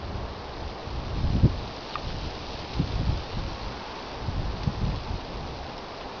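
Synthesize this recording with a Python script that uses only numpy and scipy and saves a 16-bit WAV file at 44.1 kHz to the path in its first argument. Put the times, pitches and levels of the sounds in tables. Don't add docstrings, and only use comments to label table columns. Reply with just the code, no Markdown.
import sys
import numpy as np
from scipy import signal
from scipy.fft import rfft, irfft, next_fast_len
from scipy.io import wavfile
from scipy.ndimage import uniform_filter1d, map_coordinates

SR = 44100
rng = np.random.default_rng(int(sys.argv[2]) if len(sys.argv) > 2 else 0)


def file_out(sig):
    cols = np.atleast_2d(sig).T
    lim = np.clip(cols, -1, 1)
    pcm = np.round(lim * 32767).astype(np.int16)
    wavfile.write(sys.argv[1], SR, pcm)


N = 273420


def amp(db):
    return 10 ** (np.asarray(db) / 20)


def unit(x):
    return x / np.sqrt(np.mean(x ** 2) + 1e-20)


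def automation(points):
    return np.interp(np.arange(N) / SR, *np.transpose(points))


def wobble(rate_hz):
    knots = rng.standard_normal(int(N * rate_hz / SR) + 4)
    return map_coordinates(knots, [np.arange(N) * rate_hz / SR])


def filtered(x, response):
    size = next_fast_len(N + SR // 2)
    return irfft(rfft(x, size) * response(np.fft.rfftfreq(size, 1 / SR)), size)[:N]


def eq(x, points):
    f, db = np.transpose(points)
    return filtered(x, lambda hz: amp(np.interp(np.log(hz + 1), np.log(f), db)))


def rush(spectrum, patchy_db):
    cells = signal.stft(rng.standard_normal(N), nperseg=512)[2]
    patches = uniform_filter1d(rng.standard_normal(cells.shape), size=5, axis=0)
    patches = uniform_filter1d(patches, size=14, axis=1)
    noise = signal.istft(cells * amp(patchy_db * unit(patches)))[1][:N]
    return unit(eq(noise, spectrum))


def add(track, start_s, sound):
    part = track[max(round(start_s * SR), 0):][:len(sound)]
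    part += sound[:len(part)]


def leaf_taps(density, count, spread_db, decay_cycles, pitch_hz):
    start = np.searchsorted(np.cumsum(density) / np.sum(density), rng.random(count))
    hz = np.clip(pitch_hz * np.exp(.42 * rng.standard_normal((count, 1))), 900, 8000)
    size = amp(spread_db * np.minimum(rng.exponential(size=(count, 1)), 4))
    age = np.arange(SR // 300)
    cycles = hz * age / SR
    rings = size * np.sin(2 * np.pi * cycles) * np.exp(-cycles / decay_cycles)
    return unit(np.bincount((start[:, None] + age).ravel(), rings.ravel(), N)[:N])


# t/s, level/dB (before gain)
RUSTLE_RIDE = [(0, -50), (.35, -49.5), (1.5, -46.5), (1.9, -44.5), (2.75, -44.5), (4.1, -47), (5.75, -47.5),
               (6.2, -48.5)]
# f/Hz, level/dB
LEAF_EQ = [(600, -25), (1200, -3), (2000, -9.5), (2650, -4), (3100, -4.5), (4200, 0.5), (5200, 0.5),
           (7000, 2)]

def aspen_rustle(gain_db=5, hiss_db=-2, patter_db=-4):
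    level_db = automation(RUSTLE_RIDE)
    flurry_db = 1.3 * wobble(rate_hz=35)
    density = amp(level_db / 2 + flurry_db)
    taps = leaf_taps(density, count=22000, spread_db=3, decay_cycles=1.2, pitch_hz=3500)
    patter = unit(eq(taps, LEAF_EQ))
    hiss = rush(LEAF_EQ, patchy_db=1.5)
    return amp(level_db + gain_db) * (amp(hiss_db) * hiss + amp(patter_db) * patter)


# f/Hz, level/dB
ROAR_EQ = [(20, -1.5), (80, -7.5), (200, -2), (400, 0), (600, -1.5), (800, -2), (1100, -9), (1600, -20.5),
           (3000, -43.5)]
# f/Hz, level/dB
SOUGH_EQ = [(300, -17.5), (600, -11.5), (820, -1.5), (1080, -3), (1300, -9.5), (1700, -11.5), (2400, -14.5),
            (5000, -22.5)]
# t/s, level/dB
SOUGH_RIDE = [(0, -43), (2.2, -45.5), (3.3, -43), (3.92, -40), (4.25, -43.5), (4.8, -42.5), (5.55, -44),
              (6.2, -42)]

def forest(roar_db=-40, waver_db=-0.05):
    roar = amp(roar_db + waver_db * wobble(rate_hz=7.7)) * rush(ROAR_EQ, patchy_db=-0.26)
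    sough = amp(automation(SOUGH_RIDE)) * rush(SOUGH_EQ, patchy_db=0.4)
    return roar + sough


# crest t/s, level/dB (before gain), rise/s, fall/s; rise and fall each cover span_db
GUST_CUES = [(.13, -31.5, 0.17, 0.25), (.66, -35, 0.14, 0.1), (.93, -32, 0.085, 0.16),
             (1.3, -24, 0.26, .32), (2.07, -31.5, 0.1, 0.19), (2.26, -32.5, 0.081, 0.051),
             (2.5, -38, 0.25, 0.47), (2.8, -26, 0.058, .15), (3.07, -24.5, 0.18, 0.14),
             (3.39, -27.5, 0.08, .15), (3.65, -34.5, .08, 0.14), (4.39, -28, 0.2, 0.38),
             (4.86, -26, 0.1, .18), (5.11, -30.5, 0.058, 0.087), (5.39, -35.5, 0.25, 0.32)]

def gust_envelope(calm_db=-47.5, span_db=10.5, roundness=1.7):
    t = np.arange(N) / SR
    power = amp(calm_db) ** 2
    for crest_s, db, rise_s, fall_s in GUST_CUES:
        from_crest = np.maximum((crest_s - t) / rise_s, (t - crest_s) / fall_s)
        power = power + amp(db - span_db * from_crest ** roundness) ** 2
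    return 10 * np.log10(power)


# f/Hz, level/dB
RUMBLE_EQ = [(8, -12.5), (25, 0), (55, 3), (90, 0.5), (140, -5), (200, -15), (280, -16.5), (450, -32.5),
             (900, -44), (2000, -67)]
# f/Hz, level/dB
SWIRL_EQ = [(60, -20.5), (130, 1), (220, -2.5), (330, -11.5), (600, -24.5), (1500, -50.5)]

def wind_buffet(gain_db=-1.5, swirl_db=-13, swirl_growth=1.1, lumpy_db=1.0):
    level_db = gust_envelope()
    lumps_db = lumpy_db * wobble(rate_hz=28)
    rumble = amp(level_db + gain_db) * unit(eq(rng.standard_normal(N), RUMBLE_EQ))
    peak_db = level_db.max()
    swirl_gain = amp(peak_db + swirl_db + swirl_growth * (level_db - peak_db))
    swirl = swirl_gain * rush(SWIRL_EQ, patchy_db=3.5)
    return amp(lumps_db) * (rumble + swirl)


# t/s, level/dB, f/Hz
SNAP_CUES = [(.6789, -31, 4800), (1.6786, -31, 4300), (1.9403, -24, 2600), (2.7352, -24, 4200),
             (2.922, -27.5, 4150), (3.175, -24, 5160), (4.634, -24, 4740), (4.9593, -26, 4130),
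             (5.78, -27.5, 4930), (6.011, -27, 2600)]

def leaf_snaps(slap_t60_s=0.0024, scrape_db=-12, scrape_t60_s=0.056):
    out, t = np.zeros(N), np.arange(SR // 20) / SR
    for start_s, db, hz in SNAP_CUES:
        slap = np.sin(2 * np.pi * hz * t) * amp(-60 * t / slap_t60_s)
        blade = signal.butter(1, [.7 * hz, 1.5 * hz], "bandpass", fs=SR)
        friction = unit(signal.lfilter(*blade, rng.standard_normal(len(t))))
        scrape = friction * amp(scrape_db - 60 * t / scrape_t60_s)
        add(out, start_s, amp(db) * (slap + scrape))
    return out


# t/s, level/dB (before gain), half length of the suction/s, wake level/dB (re the thump)
THUMP_CUES = [(1.242, -14.5, 0.0027, -15.5), (1.351, -16.5, 0.0042, -7), (1.441, -8.5, 0.0029, -6),
              (2.801, -13, 0.0016, -10.5), (2.997, -21, 0.0022, -7.5), (3.095, -12.5, 0.0023, -20),
              (4.284, -20, 0.0023, -13), (4.678, -10, 0.002, -15), (4.819, -16.5, 0.0026, -15),
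              (4.895, -16.5, 0.0019, -31), (5.11, -20, 0.0036, -16)]

def eddy_thumps(gain_db=-2, wake_delay_s=0.0082, wake_width_s=.015):
    out, t = np.zeros(N), np.arange(N) / SR
    swirl = rush(SWIRL_EQ, patchy_db=3)
    for centre_s, db, half_s, wake_db in THUMP_CUES:
        offset = (t - centre_s) / half_s
        thump = (offset ** 2 - 1) * np.exp(-offset ** 2 / 2)
        wake = amp(wake_db) * np.exp(-((t - centre_s - wake_delay_s) / wake_width_s) ** 2 / 2)
        out += amp(db + gain_db) * (thump + wake * swirl)
    return out


# t/s, level/dB
KNOCK_CUE = [(1.9553, -16)]
# f/Hz, level/dB (re the cue), t60/s
KNOCK_RING = [(1204, -1.5, 0.033), (1130, -10, 0.022), (1840, -17.5, 0.053), (2480, -7, 0.013),
              (3600, -12, 0.0097)]

def knock(attack_s=0.00028):
    out, t = np.zeros(N), np.arange(SR // 10) / SR
    ring = sum(amp(db - 60 * t / t60) * np.sin(2 * np.pi * hz * t) for hz, db, t60 in KNOCK_RING)
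    fade_in = 1 - np.exp(-t / attack_s)
    for start_s, db in KNOCK_CUE:
        add(out, start_s, amp(db) * ring * fade_in)
    return out


def scene():
    beds = aspen_rustle() + forest() + wind_buffet()
    return (beds + leaf_snaps() + eddy_thumps() + knock())[None]


# f/Hz, level/dB
MASTER_EQ = [(4800, 0), (5300, -2), (5700, -5.6), (6000, -10.3), (6400, -18), (6700, -26.5), (7000, -38),
             (7300, -58)]

def record(dry, cutoff_hz=7250):
    return filtered(eq(dry[0], MASTER_EQ), lambda hz: hz < cutoff_hz)[None]


dry = scene()
out = record(dry)
file_out(out)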